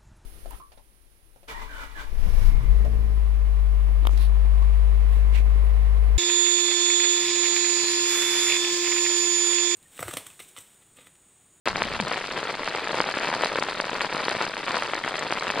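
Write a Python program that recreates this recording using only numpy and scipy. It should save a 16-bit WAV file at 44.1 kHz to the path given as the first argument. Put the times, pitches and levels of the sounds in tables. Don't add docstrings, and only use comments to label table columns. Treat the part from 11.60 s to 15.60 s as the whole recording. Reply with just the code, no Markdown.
import sys
import numpy as np
from scipy import signal
from scipy.fft import rfft, irfft, next_fast_len
from scipy.io import wavfile

SR = 44100
rng = np.random.default_rng(int(sys.argv[2]) if len(sys.argv) > 2 else 0)


def log_audio(samples):
    frames = np.atleast_2d(samples).T
    limited = np.clip(frames, -1, 1)
    pcm = np.round(limited * 32767).astype(np.int16)
    wavfile.write(sys.argv[1], SR, pcm)


N = 176400
TIME = np.arange(N) / SR
RAIN_HZ, RAIN_OCTAVES, FABRIC_Q = 680, 0.65, 0.54


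def amp(db):
    return 10 ** (np.asarray(db) / 20)


def unit_rms(x):
    return x / np.sqrt(np.mean(x ** 2) + 1e-20)


def by_hz(points, hz):
    f, value = np.transpose(points)
    return np.interp(np.log(hz + 1), np.log(f + 1), value)


def by_time(points, t):
    return np.interp(t, *np.transpose(points))


def add(mix, start_s, sound):
    part = mix[:, max(round(start_s * SR), 0):][:, :sound.shape[1]]
    part += sound[:, :part.shape[1]]


def stereo_noise(spectrum):
    # (frequency [Hz], correlation [0-1])
    likeness = [(170, 0.5), (330, 1), (2000, 0.8), (6000, 0)]
    hz = np.fft.rfftfreq(N, 1 / SR)
    same = np.clip(by_hz(likeness, hz), 0, 1)
    left, other = rfft(rng.standard_normal((2, N)))
    right = same * left + np.sqrt(1 - same ** 2) * other
    return unit_rms(irfft(np.array([left, right]) * amp(by_hz(spectrum, hz)), N))


def distant_rain(db=-40.5):
    # (frequency [Hz], relative level [dB])
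    spectrum = [(20, 16), (90, -0.5), (170, 6.5), (400, 3), (4500, 0.5), (16000, -6)]
    return stereo_noise(spectrum) * amp(db)


def handling_rumble():
    # (frequency [Hz], relative level [dB])
    spectrum = [(60, 2), (120, -2), (200, 2.5), (340, -18), (2000, -70)]
    # (time [s], level [dB])
    envelope = [(.05, -41.5), (.35, -38.5), (.55, -51), (4, -69)]
    return stereo_noise(spectrum) * amp(by_time(envelope, TIME))


def wall_reflections(x, t60_s=0.027, same=0.93, size=4096):
    t = TIME[:size]
    echoes = rng.standard_normal((3, size)) * (rng.random((3, size)) < .1)
    shared, left, right = echoes * (t > .001) * amp(-60 * t / t60_s)
    tail = np.sqrt(same) * shared + np.sqrt(1 - same) * np.array([left, right])
    return signal.oaconvolve(x, tail / np.linalg.norm(tail[0]), axes=1)[:, :N]


def roof_bounce(start_s=.401, db=-25.5, top_hz=240, sag_hz_per_s=2300, length_s=0.058):
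    t, out = TIME[TIME < length_s], np.zeros((2, N))
    swing = -np.sin(2 * np.pi * np.cumsum(top_hz - sag_hz_per_s * t) / SR)
    add(out, start_s, np.tile(amp(db) * (1 - t / length_s) * swing, (2, 1)))
    return out


def fabric_taps(times, level_db, pitch_hz, q, ripple_db=4, ripple_hz=357, size=512):
    hz = np.fft.rfftfreq(size, 1 / SR)
    chance = rng.standard_normal((len(times), len(hz) + 2))
    ripple = unit_rms(signal.lfilter([1], [1, -np.exp(-hz[1] / ripple_hz)], chance[:, 2:]))
    log_gain = np.log(amp(ripple_db * ripple))
    mirrored = np.hstack([log_gain, log_gain[:, -2:0:-1]])
    patch = np.exp(np.conj(signal.hilbert(mirrored))[:, :len(hz)])
    u = 1j * hz / pitch_hz[:, None]
    push = u / (1 + u / q + u ** 2)
    rebound = 0.16 * np.exp(-2 * np.pi * .2 * u)
    swing = push * patch * (1 - rebound)
    swing *= (amp(level_db) / np.sqrt(np.mean(abs(swing) ** 2, 1)))[:, None]
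    pan_db, lag_s = 1.35 * chance[:, :1], 27e-6 * chance[:, 1:2]
    side = amp(pan_db / 2) * np.exp(1j * np.pi * hz * lag_s)
    taps = np.roll(irfft(np.array([swing * side, swing / side])), 2, axis=-1)
    out = np.zeros((2, N))
    for k, start_s in enumerate(times):
        add(out, start_s, taps[:, k])
    return out


def shower(base_per_s, db, spread_db, top_db, hz, octaves, q, follow, max_hits=8000):
    # (time [s], level [dB])
    flurries = [(0.07, 3.5), (0.11, -1.5), (0.24, 1.5), (0.36, -1.5), (0.51, 1.75), (0.748, -4), (0.768, 4),
                (0.825, -3), (1.39, 1), (1.43, -1.5), (1.73, 3), (1.79, -1.5), (1.85, 2), (2.12, -2),
                (2.82, 2.5), (2.91, -2.5), (3.02, -2.5), (3.17, 3.5), (3.27, -1.5), (3.99, 1.57)]
    turns = np.cumsum(rng.exponential(1, max_hits))
    hits_due = np.cumsum(base_per_s * amp(by_time(flurries, TIME))) / SR
    times = np.interp(turns[turns < hits_due[-1]], hits_due, TIME)
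    weight, place = rng.standard_normal((2, max_hits))[:, :len(times)]
    level_db = db + spread_db * weight + follow * by_time(flurries, times)
    level_db = top_db - abs(top_db - level_db)
    return fabric_taps(times, level_db, hz * 2 ** (octaves * place), q)


def heavy_drops(snap_hz=4900, spray_db=-15, spray_s=.003, droplets=2):
    # (time [s], level [dB], pitch of the fabric where it lands [Hz])
    drops = [(0.075, 6, 640), (0.0837, -3, 800), (0.1585, 1.5, 850), (0.2204, 2.5, 990), (0.4005, 4.5, 880),
             (0.5157, 0.5, 560), (0.6426, -4.5, 895), (0.7127, -3, 1100), (0.7768, -3, 646),
             (0.83, -1.5, 513), (0.8974, -3, 900), (1.0771, 1.5, 760), (1.1488, -0.5, 660),
             (1.2737, -1, 890), (1.3443, 0.5, 377), (1.3862, 0.3, 590), (1.4038, 8, 550),
             (1.4898, -3.3, 740), (1.5718, 0, 590), (1.5874, -0.8, 950), (1.6344, -3, 980),
             (1.6471, 0.2, 654), (1.6728, -0.76, 950), (1.6895, 0, 387), (1.7285, 0, 610),
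             (1.7399, 1.66, 800), (1.81, -1, 696), (1.8364, 6.5, 760), (1.846, 0.3, 1300), (1.8594, 2, 630),
             (1.9196, -3.8, 640), (1.9577, 1.3, 720), (1.9868, 3, 390), (2.0253, 4, 880),
             (2.0865, -1.6, 790), (2.2012, 4.3, 720), (2.2434, -2.5, 800), (2.2958, -2.8, 795),
             (2.408, 2.7, 1170), (2.4169, -1.7, 850), (2.4468, 0.4, 680), (2.5266, -1.5, 795),
             (2.548, -1, 500), (2.5681, -1.73, 690), (2.6049, -3, 500), (2.6833, 4.5, 560),
             (2.7154, -0.7, 480), (2.7508, -3, 437), (2.8133, 2, 740), (2.822, -2, 700), (2.9683, -3, 1000),
             (3.082, 1.5, 970), (3.1092, 0, 624), (3.144, 1, 635), (3.1574, -1.3, 700), (3.1696, 2, 633),
             (3.2236, 1.35, 800), (3.3353, 2.2, 650), (3.4778, 0.5, 750), (3.5556, -3, 720),
             (3.6246, -3, 760), (3.7074, 0.3, 780), (3.7247, 4, 780), (3.8244, -2.5, 830),
             (3.8696, -3, 800), (3.9023, 3, 950), (3.977, -2.5, 380), (3.9952, 0, 480)]
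    times, level_db, pitch_hz = np.transpose(drops)
    when, place = rng.standard_normal((len(times) * droplets, 2)).T
    blows = fabric_taps(times, level_db, pitch_hz, q=0.68, ripple_db=1.5)
    snap_db = 1.2 * level_db - 12
    snaps = fabric_taps(times, snap_db, np.full(len(times), snap_hz), q=1.7)
    spray_times = np.repeat(times, droplets) + spray_s * when
    spray_hz = 2 * RAIN_HZ * 2 ** (RAIN_OCTAVES * place)
    spray = fabric_taps(spray_times, np.repeat(level_db, droplets) + spray_db, spray_hz, FABRIC_Q)
    return blows + snaps + spray


def scene(walls_db=-12.5, paths=6):
    rain = shower(base_per_s=620, db=-15.5, spread_db=7.5, top_db=-6,
                  hz=RAIN_HZ, octaves=RAIN_OCTAVES, q=FABRIC_Q, follow=0.51)
    sleet = shower(base_per_s=130, db=-23, spread_db=8.5, top_db=-1,
                   hz=3930, octaves=0.56, q=1.3, follow=0.23)
    roof = rain + sleet + heavy_drops()
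    path = (np.arange(N) // 256) % paths
    walls = sum(wall_reflections(roof * (path == k)) for k in range(paths))
    return roof + amp(walls_db) * walls + distant_rain() + handling_rumble() + roof_bounce()


def record(dry, split_hz=3850, split_width_hz=79, treble_late_s=.0106, start_s=.057, edge_hz=15850):
    # (frequency [Hz], gain [dB])
    colour = [(30, -8.5), (150, -0.5), (290, -1.8), (450, 0.78), (2300, 0.8), (2900, -1), (4600, -0.5),
              (6000, -9.5), (8300, -9.5), (12300, -27), (16000, -37)]
    # (frequency [Hz], left over right [dB])
    balance = [(60, 2), (1000, 2.84), (4500, 0.96)]
    # (frequency [Hz], left lead [rad])
    port_phase = [(100, 0), (4500, 0.14), (6000, -3), (8400, -3.5), (9500, 1), (13000, -3.5)]
    size = next_fast_len(N + SR // 10)
    hz = np.fft.rfftfreq(size, 1 / SR)
    treble = .5 + .5 * np.tanh((hz - split_hz) / split_width_hz / 2)
    crossover = np.sqrt(1 - treble) + np.sqrt(treble) * np.exp(-2j * np.pi * hz * treble_late_s)
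    side = amp(by_hz(balance, hz) / 2) * np.exp(.5j * by_hz(port_phase, hz))
    response = amp(by_hz(colour, hz)) * crossover * np.array([side, 1 / side])
    heard = irfft(rfft(dry, size) * response, size)[:, :N]
    low_pass = signal.firwin(511, edge_hz, window=("kaiser", 9), fs=SR)
    return signal.oaconvolve(heard * (TIME > start_s), low_pass[None], "same")


dry = scene()
out = record(dry)
log_audio(out)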